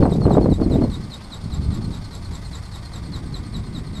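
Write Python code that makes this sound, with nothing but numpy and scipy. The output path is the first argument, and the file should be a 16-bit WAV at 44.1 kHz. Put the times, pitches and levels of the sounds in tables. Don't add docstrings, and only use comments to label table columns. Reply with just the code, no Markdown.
import sys
import numpy as np
from scipy import signal
from scipy.fft import rfft, irfft
from scipy.io import wavfile
from scipy.ndimage import map_coordinates

SR = 44100
rng = np.random.default_rng(int(sys.argv[2]) if len(sys.argv) > 2 else 0)


def wrap_up_sound(samples):
    columns = np.atleast_2d(samples).T
    tamed = np.clip(columns, -1, 1)
    steps = np.round(tamed * 32767).astype(np.int16)
    wavfile.write(sys.argv[1], SR, steps)


N = 176400
TIME_S = np.arange(N) / SR
BIN_HZ = np.fft.rfftfreq(N, 1 / SR)
PINION_TEETH = 14


def amp(db):
    return 10 ** (np.asarray(db) / 20)


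def unit(x):
    return x / np.sqrt(np.mean(x ** 2) + 1e-20)


def colour(x, spectrum):
    hz, db = np.transpose(spectrum)
    gain = amp(np.interp(np.log(BIN_HZ + 1), np.log(hz), db))
    return unit(irfft(rfft(x) * gain, N))


def noise(spectrum):
    return colour(rng.standard_normal(N), spectrum)


def wander(rate_hz):
    return unit(irfft(rfft(rng.standard_normal(N)) / (1 + (BIN_HZ / rate_hz) ** 4), N))


def curves(rows):
    times_s, *columns = np.transpose(rows)
    return [np.interp(TIME_S, times_s, column) for column in columns]


def swell(centre_s, half_width_s):
    return np.exp(-np.minimum(((TIME_S - centre_s) / half_width_s) ** 2, 20))


# frequency in Hz, relative density in dB.
AIR_SPECTRUM = [(60, 18), (500, -5), (1100, 5), (1650, -23), (2100, 0), (2900, -12.5), (4500, -55),
                (6200, -20.5), (9300, -13), (12000, -32), (15000, -29)]


def air(level_db=-46.5):
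    return amp(level_db) * noise(AIR_SPECTRUM)


# centre in seconds, half width in seconds, level in dB.
RUSTLES = [(.79, .014, -53), (1.205, .018, -54)]
# frequency in Hz, relative density in dB.
RUSTLE_SPECTRUM = [(1000, -21), (2000, 10), (3100, 7), (5000, -26)]


def rustles():
    envelope = sum(amp(db) * swell(centre_s, half_s) for centre_s, half_s, db in RUSTLES)
    return envelope * noise(RUSTLE_SPECTRUM)


# time in seconds, rumble gain in dB, flutter gain in dB.
GUSTS = [(0, -10, -8.5), (.04, -18, -16), (.11, -26, -18.5), (.23, -21.5, -21.5), (.26, -17.5, -14.5),
         (.34, -20.5, -13.5), (.41, -21, -17.5), (.52, -18.5, -18), (.555, -23, -32), (.61, -22, -15.5),
         (.67, -24.5, -20.5), (.84, -23, -16), (.93, -29.5, -32.5), (1.03, -30.5, -30.5),
         (1.14, -36, -43.5), (1.33, -38.5, -40.5), (1.5, -27, -34), (1.74, -22, -28.5), (1.92, -27, -31),
         (2.02, -31.5, -40.5), (2.28, -32, -38.5), (2.5, -34, -41.5), (2.75, -32.5, -46),
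         (3.05, -33, -36.5), (3.65, -30, -32.5), (4, -32, -34.5)]
# frequency in Hz, relative density in dB.
RUMBLE_SPECTRUM = [(10, -12), (25, -5.5), (45, 0), (70, 1), (105, 1.5), (150, -7), (250, -32.5), (800, -77),
                   (8000, -125)]
FLUTTER_SPECTRUM = [(70, -30), (120, -3), (165, 3), (260, -6), (400, -15.5), (600, -31), (1000, -38),
                    (2000, -49), (12000, -120)]
PUFF_SPECTRUM = [(70, -11), (130, -0.5), (190, 1), (340, -2), (600, -13), (900, -23.5), (1300, -37.5),
                 (2000, -44.5), (4000, -53), (12000, -108)]


def wind(puff_onset_db=-29, puff_full_db=-13.5, puff_depth_db=6.5, eddy_depth_db=1.8):
    rumble_db, flutter_db = curves(GUSTS)
    puff_share = np.clip((flutter_db - puff_onset_db) / (puff_full_db - puff_onset_db), 0, 1)
    turbulence = rng.standard_normal(N) * amp(puff_depth_db * np.tanh(wander(rate_hz=131)))
    puffs = colour(turbulence, PUFF_SPECTRUM)
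    flutter = np.sqrt(1 - puff_share) * noise(FLUTTER_SPECTRUM) + np.sqrt(puff_share) * puffs
    eddies = amp(eddy_depth_db * wander(rate_hz=45))
    return eddies * (amp(rumble_db) * noise(RUMBLE_SPECTRUM) + amp(flutter_db + 0.5) * flutter)


# start in seconds, decay time in seconds, level in dB.
BUFFETS = [(0.027, 0.0088, -9), (0.054, 0.017, -12), (0.218, 0.0041, -19), (0.254, 0.0031, -8),
           (0.278, 0.0093, -13.5), (0.306, 0.012, -10.5), (0.35, 0.011, -16), (.369, 0.007, -7),
           (0.382, 0.0029, -8.5), (.458, 0.0048, -8), (0.6, 0.0043, -20), (.62, 0.0046, -15),
           (0.816, 0.016, -20)]
# frequency in Hz, relative density in dB.
BUFFET_SPECTRUM = [(80, -6), (250, 3.5), (500, 7), (800, -1), (1300, -14), (2000, -31), (3500, -76),
                   (7000, -72), (14000, -100)]


def buffets(rise_s=0.00086):
    envelope = np.zeros(N)
    for start_s, decay_s, db in BUFFETS:
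        age_s = np.maximum(TIME_S - start_s, 0)
        envelope += amp(db) * np.minimum(age_s / rise_s, 1) * np.exp(-np.minimum(age_s / decay_s, 20))
    return envelope * noise(BUFFET_SPECTRUM)


# time in seconds, echo delay in ms, rasp gain in dB, treble gain in dB, body ring in dB.
FLIGHT = [(0, 7.2, -1.5, 3.5, -23), (.5, 7.1, -5, 5, -11), (1, 8.2, 0.5, 1, -14), (1.5, 9.5, 1, -2.5, -21),
          (2, 8.5, 1, 0, -18.5), (2.5, 8.78, -0.5, 4, -11), (3.2, 8.35, 0, -1, -12),
          (4, 7.94, -2, -0.5, -9)]


def ground_echo(direct, gain_db=-11):
    delay_ms = curves(FLIGHT)[0]
    source_sample = (TIME_S - delay_ms / 1000) * SR
    return amp(gain_db) * map_coordinates(direct, [source_sample], order=3)


# offset from peak load in seconds, half width in seconds, level in dB.
SCRAPES = [(-.003, 0.0036, -47), (0.022, .004, -55), (0.095, 0.0053, -51.5)]
# frequency in Hz, relative density in dB.
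SCRAPE_SPECTRUM = [(2500, -19), (4700, 4.5), (6300, -6), (10800, -6), (12500, -26), (15000, -23)]


def linkage_scrapes(beats_s, tooth_phase, spread_db=2):
    _, flight_db, treble_db, _ = curves(FLIGHT)
    strengths = amp(spread_db * rng.standard_normal((len(beats_s), len(SCRAPES))))
    contact = sum(amp(db) * strength @ swell(beats_s[:, None] + offset_s, half_s)
                  for (offset_s, half_s, db), strength in zip(SCRAPES, strengths.T))
    chatter = unit(1 + 0.5 * np.cos(tooth_phase / PINION_TEETH))
    return amp(flight_db + treble_db / 2) * contact * chatter * noise(SCRAPE_SPECTRUM)


# multiple of the shaft rate, boost over the other orders in dB.
SHAFT_ORDERS = [(4, 11), (5, 11.5), (7, 6), (15, 14), (16, 13.5), (17, 11), (18, 15), (31, 15)]


def shaft_buzz(tooth_phase):
    boost_db = dict(SHAFT_ORDERS)
    buzz = np.zeros(N)
    for order in range(1, 3 * PINION_TEETH):
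        if order % PINION_TEETH:
            offset_rad = 2 * np.pi * rng.random() + 0.5 * wander(rate_hz=38)
            buzz += amp(boost_db.get(order, 0)) * np.cos(order * tooth_phase / PINION_TEETH + offset_rad)
    return unit(buzz)


# frequency in Hz, relative gain in dB.
RASP_SPECTRUM = [(300, 5.5), (700, 6), (1100, 4), (1650, -3.5), (2000, -8), (2850, -10), (3500, -1),
                 (4500, -3.5), (5300, -7.5), (6000, -10.5), (7500, -12), (9300, -19.5), (10800, -17),
                 (12200, -24.5), (15000, -36)]


def gear_rasp(tooth_phase, grit_db=1.5, buzz_db=-7.5, treble_hz=5540, body_hz=1950, body_width_hz=200):
    _, flight_db, treble_db, body_db = curves(FLIGHT)
    grit = unit(rng.standard_normal(N) * amp(grit_db * wander(rate_hz=533)))
    rasp = colour(grit + amp(buzz_db) * shaft_buzz(tooth_phase), RASP_SPECTRUM)
    treble = signal.sosfiltfilt(signal.butter(3, treble_hz, "high", fs=SR, output="sos"), rasp)
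    body = unit(signal.lfilter(*signal.iirpeak(body_hz, body_hz / body_width_hz, SR), rasp))
    return amp(flight_db) * (rasp + (amp(treble_db) - 1) * treble + amp(body_db) * body)


WINGBEATS = [(0.142, -41, -46.5, -52, -38.5), (0.344, -37, -45, -41, -39), (0.544, -35.5, -47, -41, -39),
             (0.745, -36.5, -44, -61, -40), (0.946, -35.5, -41, -59, -45), (1.147, -36, -42, -47, -44),
             (1.348, -37, -46, -39, -45), (1.55, -37.5, -47.5, -38, -42.5), (1.752, -37.5, -49, -45, -42),
             (1.954, -40, -49, -50, -42.5), (2.156, -36.5, -55, -38, -41.5), (2.358, -42, -47, -37, -42.5),
             (2.561, -40, -47.5, -41, -45), (2.762, -37.5, -48, -44, -44), (2.965, -39, -48.5, -41.5, -47),
             (3.168, -33, -48, -43, -55), (3.371, -32, -46.5, -47, -47.5), (3.572, -33, -46.5, -50, -49),
             (3.775, -36.5, -43, -52, -49), (3.977, -37.5, -44, -55, -55)]
# offset from peak load in seconds, half width in seconds, gain in dB.
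SQUEAKS = [(-.025, 0.0068, -5.5), (-.008, 0.0083, 2.5), (-.004, 0.0047, -2.5), (0.102, 0.0051, -2)]


def squeak_envelopes(whine_db, octave_db, hold_s=0.027):
    beats_s, bite_db, load_db, high_db, return_db = np.transpose(WINGBEATS)
    bite, load, high, back = [amp(db) * swell(beats_s[:, None] + offset_s, half_s)
                              for offset_s, half_s, db in SQUEAKS]
    bite_s, load_s, _, return_s = np.array(SQUEAKS)[:, 0]
    knots_s = np.r_[bite_s - hold_s, bite_s, load_s, load_s + hold_s,
                    return_s - hold_s, return_s + hold_s]
    knots_db = np.c_[bite_db, bite_db, load_db, load_db, return_db, return_db]
    stick_db = np.interp(TIME_S, (beats_s[:, None] + knots_s).ravel(), knots_db.ravel())
    fundamental = amp(stick_db) * np.hypot(amp(whine_db), (bite + load + back).sum(0))
    octave = np.hypot(amp(octave_db), amp(high_db) @ high)
    return fundamental, octave


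def gear_whine(beats_s, tooth_phase, whine_db, octave_db, third_db=-60.5, creak_db=-19, flicker_db=3.5):
    fundamental, octave = squeak_envelopes(whine_db, octave_db)
    third = amp(third_db) * swell(beats_s[:, None] - 0.0058, half_width_s=0.014).sum(0)
    roughness_rad = 0.55 * swell(centre_s=2.4, half_width_s=0.55)
    whine = np.zeros(N)
    for harmonic, envelope in enumerate([fundamental, octave, third], 1):
        flicker = amp(flicker_db * (wander(rate_hz=110) - 0.56))
        whine += envelope * flicker * np.sin(harmonic * tooth_phase + roughness_rad * wander(rate_hz=296))
    creak_gain = fundamental * amp(creak_db + flicker_db * wander(rate_hz=110))
    creak = creak_gain * np.sin(18 * tooth_phase / PINION_TEETH)
    return np.sqrt(2) * (whine + creak)


# offset from peak load in seconds, tooth rate in Hz,
# whine in dB relative to the squeaks, octave level in dB, rasp level in dB.
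LOAD_CYCLE = [(-.062, 4160, -50, -70.5, -47), (-.053, 4470, -36, -64, -54.5),
              (-.046, 4350, -17, -67.5, -42.5), (-.033, 4260, -14.5, -54, -46),
              (-.018, 3900, -7, -54, -44.5), (-.003, 3710, 1, -57.5, -43), (.012, 3870, -3.5, -54, -43),
              (.034, 4064, -19, -62.5, -46), (.051, 4240, -43, -69, -52), (.068, 4395, -12, -64, -43),
              (0.087, 4329, -5, -59.5, -48.5), (.1, 4226, -4.5, -58, -45), (.123, 4174, -18, -58, -48.5)]


def model_bird(jitter=0.00754, drift=0.003256):
    beats_s = np.array(WINGBEATS)[:, 0]
    beats_s = np.r_[2 * beats_s[0] - beats_s[1], beats_s]
    cycles = [(beat_s + offset_s, *values) for beat_s in beats_s for offset_s, *values in LOAD_CYCLE]
    tooth_hz, whine_db, octave_db, rasp_db = curves(cycles)
    speed_ratio = 1 + jitter * wander(rate_hz=296) + drift * wander(rate_hz=8.8)
    tooth_phase = 2 * np.pi * np.cumsum(tooth_hz * speed_ratio) / SR
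    whine = gear_whine(beats_s, tooth_phase, whine_db, octave_db)
    return whine + amp(rasp_db) * gear_rasp(tooth_phase) + linkage_scrapes(beats_s, tooth_phase)


def scene(fade_in_s=0.004):
    bird = model_bird()
    mix = bird + ground_echo(bird) + wind() + buffets() + rustles() + air()
    fade = np.sin(np.pi / 2 * np.minimum(TIME_S / fade_in_s, 1)) ** 2
    return (fade * mix)[None]


def record(dry, cutoff_hz=15250):
    rounded = dry / (1 + dry ** 4) ** 0.25
    lowpass = signal.firwin(511, cutoff_hz, window=("kaiser", 9), fs=SR)
    return signal.oaconvolve(rounded, lowpass[None], "same")


dry = scene()
out = record(dry)
wrap_up_sound(out)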